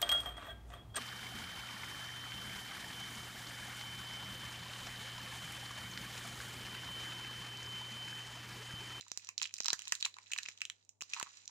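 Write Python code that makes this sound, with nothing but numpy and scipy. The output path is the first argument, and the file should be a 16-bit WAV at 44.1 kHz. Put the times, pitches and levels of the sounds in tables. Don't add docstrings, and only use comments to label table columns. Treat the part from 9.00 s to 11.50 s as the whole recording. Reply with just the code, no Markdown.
import sys
import numpy as np
from scipy import signal
from scipy.fft import rfft, irfft, next_fast_len
from scipy.io import wavfile
from scipy.ndimage import uniform_filter1d

SR = 44100
rng = np.random.default_rng(int(sys.argv[2]) if len(sys.argv) > 2 else 0)


def invert_db(level):
    return 10 ** (np.asarray(level, dtype=float) / 20)


def pcm_store(signal):
    levels = np.round(np.clip(np.atleast_2d(signal), -1, 1) * 32767)
    wavfile.write(sys.argv[1], SR, levels.astype(np.int16).T)


N = 110250
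TIME_S = np.arange(N) / SR
SIDE = np.array([[0.5], [-0.5]])


def at_hz(points, hz):
    table_hz, table_db = np.transpose(points)
    return np.interp(np.log(hz + 1), np.log(table_hz), table_db)


def rms_one(x):
    return x / np.sqrt(np.mean(x ** 2) + 1e-20)


def drift(rate_hz):
    r = np.exp(-2 * np.pi * rate_hz / SR)
    wander = signal.lfilter([1], [1, -2 * r, r * r], rng.standard_normal(N + SR))
    return rms_one(wander[SR:])


HUM_HZ, HUM_DB, HUM_PAN_DB, HUM_WOBBLE_DB = 100, -82.5, 6, 1
HUM_SINKS_S, SINK_DB = 1.75, -3.5


def mains_hum():
    level_db = HUM_DB + SINK_DB * (TIME_S > HUM_SINKS_S) + HUM_WOBBLE_DB * drift(11.0)
    hum = np.sqrt(2) * np.sin(2 * np.pi * HUM_HZ * TIME_S) * invert_db(level_db)
    return invert_db(HUM_PAN_DB * SIDE) * hum


# (frequency [Hz], level [dB per Hz])
HISS_COLOUR = [(25, 3.5), (60, 0.5), (200, 9), (450, 6.5), (900, 4.5), (2900, -36), (7000, 2), (12000, -29)]
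HISS_DB, HISS_PAN_DB = -81, 1
LULL_S, LULL_HALF_S = 1.88, 0.13


def hiss():
    colour = invert_db(at_hz(HISS_COLOUR, np.fft.rfftfreq(N, 1 / SR)))
    noise = irfft(rfft(rng.standard_normal((2, N))) * colour, N)
    lull = np.abs(TIME_S - LULL_S) < LULL_HALF_S
    return invert_db(HISS_DB + SINK_DB * lull + HISS_PAN_DB * SIDE) * rms_one(noise)


# (frequency [Hz], lift [dB])
HOLLOW_LIFTS = [(1150, 3), (1800, 4), (2550, 6), (4000, 6.5), (5800, 2.5), (7050, 3.5)]
# (frequency [Hz], level [dB])
LEFT_COLOUR = [(600, -19.5), (850, -10), (2600, -2), (4500, 0), (7000, -1.5), (9000, -13.5), (10000, -21.5),
               (16000, -30)]
# (frequency [Hz], level [dB])
RIGHT_COLOUR = [(600, -17.5), (850, -6), (2600, 0), (5500, 6), (7100, 9), (8800, -9.5), (10500, -26.5),
                (15300, -20)]
HOLLOW_WIDTH_HZ = 180


def microphones(size):
    hz = np.fft.rfftfreq(size, 1 / SR)
    lift = sum(db / (1 + ((hz - centre_hz) / HOLLOW_WIDTH_HZ) ** 2) for centre_hz, db in HOLLOW_LIFTS)
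    spectra = []
    for colour in (LEFT_COLOUR, RIGHT_COLOUR):
        cepstrum = irfft(np.log(invert_db(at_hz(colour, hz) + lift)), size)
        cepstrum[1:size // 2] *= 2
        cepstrum[size // 2 + 1:] = 0
        spectra.append(np.exp(rfft(cepstrum)))
    return np.array(spectra)


# (time [s], level [dB])
FINGER_PRESSURE = [(0, -65), (0.272, -61), (.36, -78.5), (.43, -70), (.52, -64), (.7, -56.5), (1.0, -56.5),
                   (1.121, -67.5), (1.25, -63.5), (1.48, -54.5), (1.56, -65.5), (1.82, -75.5), (1.98, -93),
                   (2.081, -60.5), (2.179, -47.5), (2.29, -61.5), (2.379, -58), (2.439, -65)]
CRACKLES_PER_S, CRACKLE_SPREAD_DB, CRACKLE_CYCLES = 4000, 3.8, 3.7
RUSTLE_DB, CLUMP_DB = -2, 3


def rustle(count=16):
    s, db = np.transpose(FINGER_PRESSURE)
    sizes_db = CRACKLE_SPREAD_DB * np.minimum(rng.exponential(1, N), 5)
    sizes = invert_db(sizes_db) * rng.choice([-1, 1], N)
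    born = rng.random(N) < CRACKLES_PER_S * invert_db(CLUMP_DB * drift(25)) / SR
    pitch_number = rng.integers(0, count, N)
    out = np.zeros((2, N))
    for k, hz in enumerate(np.geomspace(900, 15000, count)):
        r = invert_db(-60 * hz / CRACKLE_CYCLES / SR)
        w = 2 * np.pi * hz / SR
        clicks = sizes * born * (pitch_number == k) + 1e-18
        ring = signal.lfilter([1, 0, -1], [1, -2 * r * np.cos(w), r * r], clicks)
        lag = rng.integers(-20, 20)
        out += np.array([ring, np.roll(ring, lag)]) * np.sqrt(hz / 4000)
    size = next_fast_len(N + 2048)
    out = irfft(rfft(out, size) * microphones(size), size)[:, :N]
    return rms_one(out) * invert_db(np.interp(TIME_S, s, db) + RUSTLE_DB)


SLIP_RISE_S, SLIP_FALL_S, LEAD_CLICK_DB = 0.00045, 0.00045, 4
SNAP_ALIKE, EVEN_FLOOR = 0.68, 0.11
PAN_SPREAD_DB, LAG_SPREAD_S = 1.5, 0.00015
RING_Q, BRIGHT_HZ = 4.6, 6214


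def slip_bursts(count, slower, size):
    t = np.arange(size) / SR - 0.004
    shape = np.where(t < 0, np.exp(t / SLIP_RISE_S / slower), np.exp(-t / SLIP_FALL_S / slower))
    click = invert_db(LEAD_CLICK_DB) * (np.abs(t) == np.abs(t).min())
    slips = rng.standard_normal((count, 2, 3, size)) * shape
    slips += click * rng.choice([-1, 1], (count, 2, 1, 1))
    shared, own = slips[:, :, :1], slips[:, :, 1:]
    burst = rfft(np.sqrt(SNAP_ALIKE) * shared + np.sqrt(1 - SNAP_ALIKE) * own)
    strength = np.abs(burst) ** 2
    burst = burst / np.sqrt(strength + EVEN_FLOOR * strength.mean(axis=-1, keepdims=True))
    return rfft(irfft(burst, size) * np.sqrt(shape))


def snaps(rows, skirt_db, slower=1, size=1024):
    s, db, ring_hz, bright_db = np.transpose(rows)
    hz = np.fft.rfftfreq(size, 1 / SR)
    bursts = slip_bursts(len(s), slower, size)
    pan, lag = rng.standard_normal((2, len(s), 1, 1))
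    place = invert_db(PAN_SPREAD_DB * pan * SIDE) * np.exp(-2j * np.pi * hz * LAG_SPREAD_S * lag * SIDE)
    u = 1j * hz / ring_hz[:, None, None]
    v = 1j * hz / BRIGHT_HZ
    body = u / RING_Q / (1 + u / RING_Q + u * u)
    skirt = invert_db(skirt_db) * (1.5 * u / (1 + 1.5 * u)) ** 3
    ring = (body + skirt) / (1 + 1.9 * v + v * v) ** 2
    edge = (v * v / (1 + 1.455 * v + v * v)) ** 2
    out = np.zeros((2, N + size))
    for part, colour, level_db in ((0, ring, db), (1, edge, db + bright_db)):
        x = irfft(bursts[:, part] * colour * place * microphones(size), size)
        power = uniform_filter1d(np.mean(x ** 2, axis=1), size=33)
        x = x * (invert_db(level_db + 0.5) / np.sqrt(power.max(axis=1)))[:, None, None]
        starts = np.maximum(s * SR - power.argmax(axis=1), 0).astype(int)
        for start, one in zip(starts, x):
            out[:, start:start + size] += one
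    return out[:, :N]


# (time [s], body ring level [dB], ring
# pitch [Hz], bright part above the ring [dB])
CREASES = [(0.0064, -49.5, 3300, -18), (0.0108, -40.5, 4200, 0), (0.0216, -51, 5600, -6),
           (0.0275, -52, 2250, -11), (0.041, -73, 4130, -17), (0.066, -61, 4160, -9),
           (0.0827, -50.5, 4300, 3.5), (0.0917, -64, 5790, 1), (0.1019, -56, 5920, -12),
           (0.1175, -32.5, 5790, -7.5), (0.1586, -69, 5840, 7), (0.1752, -36, 6160, 7),
           (0.1817, -85, 5900, -9), (0.1965, -54, 2480, -14), (0.2113, -70, 5700, -3),
           (0.2247, -67, 5860, 10), (0.2475, -48, 5830, 3), (0.272, -42, 5700, -10),
           (0.2901, -35.5, 2460, 2), (0.3801, -28, 6010, -7), (0.3852, -47, 4070, -18),
           (0.3884, -45, 6100, 0), (0.3995, -40, 3130, -13), (0.405, -54, 5900, 5),
           (0.4171, -28, 3330, -12), (0.425, -37.5, 2413, 8), (0.4301, -26.5, 5640, -7),
           (0.4339, -38.5, 2690, -1), (0.4424, -32, 4540, -16), (0.4502, -42, 4130, -8),
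           (0.4554, -32, 3300, -24), (0.4598, -39, 2700, 0), (0.4743, -43, 5440, -7),
           (0.4936, -49, 3030, -6), (0.5097, -53, 2730, -12), (0.5404, -33, 6000, -1),
           (0.5581, -46, 5740, -14), (0.5671, -42.5, 5160, -4.5), (0.5723, -53, 5050, -7),
           (0.583, -44.5, 5400, 3), (0.586, -43.5, 2650, 2),
           (0.6041, -25, 6440, -12), (0.615, -45, 5160, -8), (0.6238, -41, 5670, -6),
            (0.6345, -40, 5680, -4), (0.6456, -33.5, 6020, -3), (0.659, -25, 5360, -5.5),
            (0.6654, -30.5, 5670, -11), (0.6834, -22.5, 5450, -5.5), (0.6966, -38, 5410, -9.5),
            (0.704, -21.5, 5440, -14), (0.713, -51, 5000, -17), (0.7321, -26.5, 6180, 4.5),
            (0.7354, -44, 5960, 3), (0.739, -36, 1637, -11), (0.793, -39.5, 3060, 2),
            (0.802, -47, 6000, 0.5), (0.8203, -43.5, 2990, 4), (0.8548, -45.5, 5170, -3.5),
            (0.8744, -38, 3200, -8), (0.8807, -38.5, 4070, 3.5), (0.896, -44, 5020, -11.5),
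            (0.9159, -51, 5800, 1), (0.9231, -27, 2840, 6), (0.9528, -38.5, 4250, 4.5),
            (1.0049, -45, 5940, 0.5), (1.01, -37, 5350, -3.5), (1.0272, -25, 3720, -9.5),
            (1.05, -26.5, 3417, -22), (1.0537, -27.5, 4000, 0.5), (1.0623, -36, 2500, -5),
            (1.142, -45.5, 3998, -8.5), (1.1683, -52, 1430, -6.5), (1.1863, -44.5, 2260, -2.5),
            (1.2318, -58, 6000, -1.5),
           (1.2622, -56, 2530, -11), (1.2695, -51, 3800, -20), (1.3065, -52, 1750, -19),
             (1.3191, -37, 2600, -2), (1.3225, -35, 2720, -1.5), (1.3349, -27, 3040, -4.5),
             (1.3428, -52, 2710, -8), (1.3632, -37, 2450, -16), (1.3787, -38.5, 4180, -1),
             (1.387, -31, 2645, -3.5), (1.4327, -38, 4350, -1.5), (1.4554, -42, 2320, -27),
             (1.4608, -36, 2680, -36), (1.4864, -36, 2410, -8), (1.4893, -43.5, 5900, 3),
             (1.5151, -53, 3260, -8), (1.5766, -49.5, 3400, -2), (1.5866, -58, 5430, 1),
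             (1.6069, -44, 3250, -8), (1.6177, -27, 2640, -6), (1.6533, -34, 3200, -2.5),
             (1.7, -33.5, 3270, -1.5), (1.8279, -65, 4430, -11.5), (1.8502, -71.5, 6080, 11),
             (1.8928, -51.5, 6090, 5.5), (2.0093, -42, 2660, 1), (2.0156, -38, 2890, -1),
             (2.0219, -38, 5720, 3.5), (2.0356, -44.5, 5340, -8.5), (2.095, -55, 5920, 1),
             (2.0998, -46.5, 5940, -3.5), (2.1362, -30.5, 2650, -12), (2.1452, -41, 2630, 1),
             (2.1656, -47, 1390, -13), (2.1993, -37, 1400, 5.5), (2.2286, -38, 2670, 4),
             (2.2318, -46, 5000, 3), (2.3185, -63, 1550, 2), (2.371, -65, 4200, 14.5),
             (2.457, -52, 6200, 0), (2.4787, -38, 5930, -4),
           (0.7322, -34, 1750, -12),
    (0.9238, -29, 1800, -12),
    (1.0568, -42, 2600, 0),
    (1.3171, -37, 4000, -2),
    (1.3845, -37, 4000, -4),
    (1.388, -32, 1750, -12),
    (2.1352, -33, 3400, -15),
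    (2.1375, -35, 5500, -3),
]


def crease_snaps():
    return snaps(CREASES, skirt_db=-10)


NEAR_DB, NEAR_T60_S = -13, 0.014
ROOM_DB, ROOM_T60_S, ROOM_TOP_T60_S, ROOM_SPLIT_HZ, ROOM_GAP_S = -10.5, 0.15, 0.15, 8600, 0.00068


def room(x):
    t = np.arange(SR) / SR
    tail_noise, near_noise = rng.standard_normal((2, 2, SR))
    low = signal.sosfilt(signal.butter(2, ROOM_SPLIT_HZ, fs=SR, output="sos"), tail_noise)
    tail = low * invert_db(-60 * t / ROOM_T60_S) + (tail_noise - low) * invert_db(-60 * t / ROOM_TOP_T60_S)
    tail = tail * (1 - np.exp(-t / ROOM_GAP_S))
    near = near_noise * invert_db(-60 * t / NEAR_T60_S) * (t > 0.001)
    answer = (invert_db(ROOM_DB) * rms_one(tail) + invert_db(NEAR_DB) * rms_one(near)) / np.sqrt(SR)
    return signal.fftconvolve(x, answer, axes=1)[:, :N]


# (time [s], level [dB])
PANEL_KNOCKS = [(0.0664, -58), (0.2898, -49.5), (0.4176, -44), (.654, -43), (.658, -43), (0.6854, -36),
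                (.7043, -41.5), (0.7425, -48.5), (.7932, -54), (0.8744, -53), (0.9237, -43), (1.0506, -48),
                (1.0619, -41.5), (1.1678, -49), (1.1861, -47.5), (1.3631, -47.5), (2.021, -50.5),
                (2.1656, -43.5), (2.172, -44), (2.179, -51), (2.187, -44.5), (2.201, -37.5), (2.2127, -37),
                (2.233, -47), (2.264, -52.5), (2.27, -49), (2.277, -55), (2.495, -57.5)]
PANEL_HZ, PANEL_SPREAD = 1037, 0.06


def knocks():
    rows = []
    for s, db in PANEL_KNOCKS:
        rows.append((s, db, PANEL_HZ * np.exp(PANEL_SPREAD * rng.standard_normal()), -30))
    return snaps(rows, skirt_db=-37, slower=2.5)


# (time [s], peak level [dB], microphone [0 left, 1 right])
AIR_PUFFS = [
    (0.1171, -33.5, 0),
    (0.1752, -37.5, 0),
    (0.6057, -30.5, 1),
    (0.7308, -24.5, 0),
    (0.9234, -32.5, 0),
    (1.4901, -41.5, 0),
    (2.0218, -36.5, 0),
    (2.2286, -26, 0),
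]
PUFF_CUT_HZ, PUFF_LOW_HZ = 5540, 105


def puffs():
    out = np.zeros((2, N)) + 1e-18
    for s, db, mic in AIR_PUFFS:
        out[int(round(mic)), int(s * SR) - 8] = -invert_db(db + 21)
    out = signal.lfilter(*signal.butter(2, PUFF_CUT_HZ, fs=SR), out)
    return signal.lfilter(*signal.butter(2, PUFF_LOW_HZ, "high", fs=SR), out)


def scene():
    film = rustle() + crease_snaps() + knocks()
    return film + room(film) + puffs() + mains_hum() + hiss()


def roll_off(x):
    return signal.sosfilt(signal.butter(12, 16980, fs=SR, output="sos"), x)


def record(dry):
    top_cut = signal.cheby2(12, 60, 16400 + 500, fs=SR, output="sos")
    mix = signal.sosfilt(top_cut, dry)
    return roll_off(mix)


dry = scene()
out = record(dry)
pcm_store(out)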